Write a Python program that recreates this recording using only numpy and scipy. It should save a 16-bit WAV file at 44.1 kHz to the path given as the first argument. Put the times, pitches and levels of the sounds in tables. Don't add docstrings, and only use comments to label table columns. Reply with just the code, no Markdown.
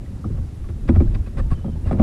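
import sys
import numpy as np
from scipy import signal
from scipy.io import wavfile
from scipy.ndimage import uniform_filter1d

SR = 44100
rng = np.random.default_rng(int(sys.argv[2]) if len(sys.argv) > 2 else 0)


def gain_from_decibels(decibels):
    exponent = np.asarray(decibels, float) / 20
    return 10 ** exponent


def to_wav(sig):
    pcm = np.clip(np.atleast_2d(sig), -1, 1) * 32767
    pcm = np.round(pcm).astype(np.int16)
    wavfile.write(sys.argv[1], SR, pcm.T)


N = 89126

# (time [s], knock [dB], boom [dB], thud [dB], tick [dB])
WAVE_KNOCKS = [(.127, -47, -39, -40, -74), (.245, -33.5, -25, -25, -67), (.254, -33.5, -22.5, -27.5, -65),
               (.302, -52, -21, -31, -71), (0.381, -40.5, -28.5, -39, -74), (0.641, -47, -34.5, -48, -57.5),
               (.689, -46.5, -27, -37.5, -53), (.7, -47, -35.5, -40.5, -69), (.890, -18, -15.5, -13.5, -35),
               (.901, -28.5, -26, -15, -65), (0.914, -36, -22, -25, -65), (.960, -24, -14.5, -19.5, -44.5),
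               (1.004, -23, -19.5, -18, -47.5), (1.016, -38, -24.5, -19, -71),
               (1.150, -40, -36, -35.5, -46.5), (1.269, -40, -32, -35.5, -69),
               (1.371, -36, -38, -37.5, -53), (1.379, -37, -24, -30.5, -55),
               (1.514, -29.5, -20.5, -26.5, -67), (1.578, -49, -36, -40, -70),
               (1.644, -30.5, -36, -28, -74), (1.654, -44, -40, -31.5, -76), (1.680, -35, -36, -28.5, -74),
               (1.690, -40, -35, -29.5, -74), (1.755, -40, -37, -43, -69), (1.841, -48, -42, -38, -69),
               (1.859, -32.5, -17.5, -29.5, -60), (1.911, -21, -32, -24.5, -45.5),
               (1.928, -32, -38, -20.5, -48), (1.944, -31, -41, -23.5, -61), (1.972, -53, -21, -31, -59),
               (1.995, -24.5, -27, -18, -48), (1.999, -18.5, -20.5, -14, -47), (2.013, -26, -22, -14, -64)]
# (frequency [Hz], level [dB], t60 [s])
HULL_MODES = [(79.6, 0, 0.3), (106.5, 1.5, 0.23), (154.4, -0.5, 0.12), (209.2, 5.5, 0.094),
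              (245, -3, 0.098), (293.6, -6, 0.071), (338.3, -5, 0.14), (383.7, -11, 0.12),
              (441, -8.5, 0.054), (538, -4, 0.076), (622.5, -6, 0.062), (758, -6.5, 0.034),
              (877.4, -11.5, 0.036)]
# (frequency [Hz], level [dB], t60 [s])
HOUSING_MODES = [(978, -19.5, 0.087), (1160, -21.5, 0.038), (1245, -15.5, 0.06), (1438, 5, 0.034),
                 (1748, 11.5, 0.011), (2013, 7.5, 0.011), (2304, 6, 0.023), (2456, -9, 0.026),
                 (3400, -2, 0.021), (3970, -6.5, 0.013), (4870, -14, 0.006), (5660, -10.5, 0.012),
                 (7900, -14, 0.016)]
# (start [s], length [s], frequency [Hz], level [dB])
HULL_HEAVES = [(.3, 0.062, 31.8, -20), (.39, 0.056, 76.4, -22), (.62, 0.075, 75.3, -27.5),
               (.7, 0.044, 91, -24), (.882, 0.037, 76.5, -10.5), (.888, 0.025, 212, -12),
               (.925, 0.042, 40.7, -16), (.965, 0.063, 79.3, -5.5), (1.005, 0.047, 45, -14),
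               (1.045, 0.029, 206, -21.5), (1.06, 0.049, 28, -15), (1.105, 0.066, 31.3, -12.5),
               (1.135, 0.037, 75, -14), (1.18, 0.048, 54, -15), (1.295, 0.026, 50.3, -20),
               (1.34, 0.062, 61.3, -21), (1.385, 0.099, 28.6, -14.5), (1.455, .04, 50.8, -17),
               (1.5, 0.063, 34.7, -18.5), (1.505, 0.043, 122.4, -14), (1.655, 0.039, 158.6, -19.5),
               (1.71, 0.059, 156, -27.5), (1.83, 0.03, 61.4, -17), (1.86, 0.029, 85, -23),
               (1.92, 0.054, 45.4, -25), (1.995, 0.017, 186, -6.5), (2.011, 0.015, 150, -13)]
# (time [s], wind [dB], hull drumming [dB])
BUFFETING = [(0.0, -30, -29.5), (0.17, -32.5, -28), (0.22, -59, -28.5), (0.33, -19.5, -24.5),
             (0.57, -38.5, -30), (0.6, -24.5, -29), (0.71, -30, -31.5), (0.89, -21, -27),
             (0.93, -22.5, -14), (1.07, -15.5, -21), (1.16, -19, -23.5), (1.29, -28, -32), (1.4, -20, -23),
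             (1.56, -17.5, -30.5), (1.59, -31, -28), (1.91, -22.5, -26), (1.93, -25, -19.5),
             (2.02, -41, -10)]
# (frequency [Hz], density [dB per Hz])
WIND_SPECTRUM = [(14, -6.5), (22, -7.5), (32, 9), (45, 2.5), (60, -12.5), (85, -11), (120, -12.5),
                 (170, -26)]
# (start [s], length [s], level [dB], tilt [dB per octave], airy top [dB])
MOUNT_SCUFFS = [(0.357, 0.046, -56, -9, -12), (0.64, 0.015, -59, -6.5, -14),
                (0.683, 0.023, -49.5, -6.5, -11), (0.875, 0.032, -38.5, -5, -10.5),
                (0.942, 0.035, -43, -7, -16.5), (0.991, 0.036, -45.5, -6.5, -14),
                (1.107, 0.046, -61, -3, -11), (1.14, 0.023, -46.5, -2, -14), (1.255, 0.034, -51.5, -4, -14),
                (1.367, 0.044, -41.5, -5, -2), (1.499, 0.045, -43.5, -4.5, -1.5),
                (1.564, 0.039, -54, -6, -11), (1.642, 0.035, -53, -18, -7), (1.852, 0.056, -44, -6, -2),
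                (1.907, 0.035, -41.5, -7.5, 3.5), (1.984, 0.036, -35.5, -11.5, -12)]
# (frequency [Hz], width [Hz], level [dB])
RUBBED_MODES = [(530, 48, -1.5), (753, 196, 3.5), (1128, 140, 8.5), (1282, 85, 1), (1580, 213, 7),
                (1890, 160, 3.5), (2400, 355, 5), (3610, 370, 2.5), (4650, 410, 2), (8500, 980, 7.5)]
# (start [s], length [s], frequency [Hz], level [dB])
MOUNT_SQUEAKS = [(0.057, 0.015, 1950, -51), (0.2415, 0.0072, 1246, -30.5), (.64, 0.013, 1150, -48),
                 (.655, .015, 1100, -51), (.885, 0.0094, 1725, -31), (1.005, 0.024, 551, -27),
                 (1.072, 0.015, 1585, -49), (1.114, .015, 3400, -62), (1.143, 0.013, 2510, -44),
                 (1.15, 0.027, 1045, -46), (1.262, 0.013, 2516, -53), (1.382, 0.031, 1220, -41.5),
                 (1.385, 0.035, 530, -32), (1.392, 0.023, 1774, -40.5), (1.445, 0.046, 906, -50),
                 (1.508, 0.027, 1118, -31.5), (1.542, 0.032, 3100, -54.5), (1.565, .04, 3010, -60),
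                 (1.6, 0.04, 3000, -58), (1.635, 0.049, 3220, -62), (1.672, .04, 3150, -59.5),
                 (1.712, 0.045, 3050, -60), (1.751, 0.038, 869, -49.5), (1.844, 0.025, 2780, -52),
                 (1.908, 0.011, 630, -25.5)]
# (frequency [Hz], density [dB per Hz])
WASH_SPECTRUM = [(250, 7), (400, -4), (630, -13), (1000, -13.5), (2000, -19.5), (4500, -25.5), (10000, -29),
                 (16500, -48)]

SPREAD_DB = 2.5
LAG_S_AT_100_HZ = 0.00817
CONTACT_CYCLES, SHORTEST_CONTACT_S = 1.09, 0.0047
DRUM_PER_S, DRUM_DB, DRUM_TILT_DB = 160, -2, -9.5
EVEN_S = 0.07
SCUFF_GRAINS_PER_S = 5800
WASH_DB, WASH_PATCHY_DB, WASH_FOLLOWS = -49.5, 0.6, 0.73


def knocks():
    s, knock, boom, thud, tick = np.transpose(WAVE_KNOCKS)
    modes = HULL_MODES + HOUSING_MODES
    out = np.zeros(N + SR)
    chance = rng.standard_normal((len(s), len(modes), 2))
    for k, (hz, db, t60) in enumerate(modes):
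        if hz < 130:
            base = boom
        elif hz < 450:
            base = thud
        elif hz < 1400:
            base = knock
        else:
            base = tick
        uneven = 1 + 0.262 * np.tanh(chance[:, k, 1])
        lag = LAG_S_AT_100_HZ * (100 / hz) ** 0.789 * uneven
        at = s + lag - 0.003
        strength = gain_from_decibels(base + db + SPREAD_DB * chance[:, k, 0]) * (-1) ** k
        clicks = np.zeros(N + SR)
        np.add.at(clicks, (at * SR).astype(int), strength)
        pressed = signal.fftconvolve(clicks, swell(hz))[:N + SR]
        out += ring(pressed, hz, t60)
    return out[:N]


def swell(hz):
    t = np.arange(int(max(CONTACT_CYCLES / hz, SHORTEST_CONTACT_S) * SR) + 2)
    push = np.hanning(len(t) + 2)[1:-1]
    return 2 * push * np.cos(2 * np.pi * hz * t / SR) / push.sum()


def ring(clicks, hz, t60):
    r, w = gain_from_decibels(-60 / (t60 * SR)), 2 * np.pi * hz / SR
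    return signal.lfilter([0, np.sin(w)], [1, -2 * r * np.cos(w), r * r], clicks + 1e-18)


def heaves():
    return wavering_tones(HULL_HEAVES)


def wavering_tones(rows):
    t, waver, out = np.arange(N) / SR, drift(46.4), 0
    for s, length, hz, db in rows:
        shape = arch(t, s, length) ** 2
        out = out + gain_from_decibels(db) * shape * np.sin(2 * np.pi * hz * (t - s) + 0.5 * waver)
    return out


def arch(t, start, length):
    return np.sin(np.pi * np.clip((t - start) / length, 0, 1))


def drumming(level_db):
    out = 0
    for hz, db, t60 in HULL_MODES:
        taps = random_taps(DRUM_PER_S, 2.7, 4)
        soft = signal.fftconvolve(taps, swell(hz))[:N]
        level = gain_from_decibels(0.5 * db + DRUM_TILT_DB * np.log2(hz / 100))
        out = out + level * rms_one(ring(soft, hz, 0.6 * t60))
    return evened(out) * gain_from_decibels(level_db + DRUM_DB)


def random_taps(per_s, uneven_db, limit):
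    happens = rng.random(N) < per_s / SR
    strength = gain_from_decibels(uneven_db * np.minimum(rng.exponential(1, N), limit))
    return happens * strength * rng.choice([-1, 1], N)


def wind(level_db):
    return gain_from_decibels(level_db - 2.5) * evened(banded_noise(WIND_SPECTRUM, 4.8, 0, knee_hz=100))


def evened(x):
    x = rms_one(x)
    return x / np.sqrt(uniform_filter1d(x ** 2, size=int(EVEN_S * SR)) + 0.15)


def scuffs():
    t, out = np.arange(N) / SR, 0
    grains = random_taps(SCUFF_GRAINS_PER_S, 0.73, 3)
    for hz, width_hz, db in RUBBED_MODES:
        stroke = 0
        for s, length, level_db, tilt_db, airy_db in MOUNT_SCUFFS:
            stroke_db = level_db + tilt_db * np.log2(hz / 1000) + airy_db * (hz > 6000)
            stroke = stroke + gain_from_decibels(stroke_db) * arch(t, s, length) ** 0.6
        r = np.exp(-1.5 * np.pi * width_hz / SR)
        resonance = [1, 0, -1, 1, -2 * r * np.cos(2 * np.pi * hz / SR), r * r]
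        free, rubbed = signal.sosfilt([resonance] * 2, [grains, grains * stroke + 1e-18])
        out = out + gain_from_decibels(db - 8.5) * rubbed / np.std(free)
    return out


def squeaks():
    return wavering_tones(MOUNT_SQUEAKS)


def wash(drum_db):
    lift_db = WASH_FOLLOWS * (drum_db - np.median(drum_db))
    return gain_from_decibels(WASH_DB + 0.5) * banded_noise(WASH_SPECTRUM, WASH_PATCHY_DB, lift_db, knee_hz=1467)


def banded_noise(spectrum, patchy_db, lift_db, knee_hz):
    out, together, table = 0, drift(4.7), np.array(spectrum)
    white = rng.standard_normal((2, N + SR // 4))
    octaves = np.log2(min(table[-1, 0], 15000) / table[0, 0])
    edges = table[0, 0] * 2 ** np.arange(0, octaves, 0.5)
    for k, low in enumerate(edges):
        sos = signal.butter(2, [low, low * np.sqrt(2)], "band", fs=SR, output="sos")
        band = signal.sosfilt(sos, white[k % 2])[-N:]
        hz = low * 2 ** 0.25
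        level_db = np.interp(np.log(hz), np.log(table[:, 0]), table[:, 1])
        flicker_db = patchy_db * (0.3 * together + drift(15))
        out = out + band * gain_from_decibels(level_db + flicker_db + lift_db / (1 + (hz / knee_hz) ** 2))
    return out / np.sqrt(np.median(uniform_filter1d(out ** 2, size=4000)))


def drift(rate):
    r = np.exp(-80 * np.pi * rate / SR)
    white = rng.standard_normal(N // 40 + 2002)
    slow = signal.lfilter([1], [1, -2 * r, r * r], white)[2000:]
    return np.interp(np.arange(N) / 40, np.arange(len(slow)), rms_one(slow))


def rms_one(x):
    return x / np.sqrt(np.mean(x ** 2) + 1e-20)


def in_time(rows):
    s, *columns = np.transpose(rows)
    return [np.interp(np.arange(N) / SR, s, c) for c in columns]


def scene():
    wind_db, drum_db = in_time(BUFFETING)
    hull = knocks() + heaves() + drumming(drum_db)
    mount = scuffs() + squeaks()
    return (hull + wind(wind_db) + mount + wash(drum_db))[None]


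def top_cut(x):
    return signal.sosfilt(signal.butter(12, 15270, fs=SR, output="sos"), x)


def record(dry):
    mix = 1.246 * np.tanh(dry / 1.254)
    return top_cut(mix)


dry = scene()
out = record(dry)
to_wav(out)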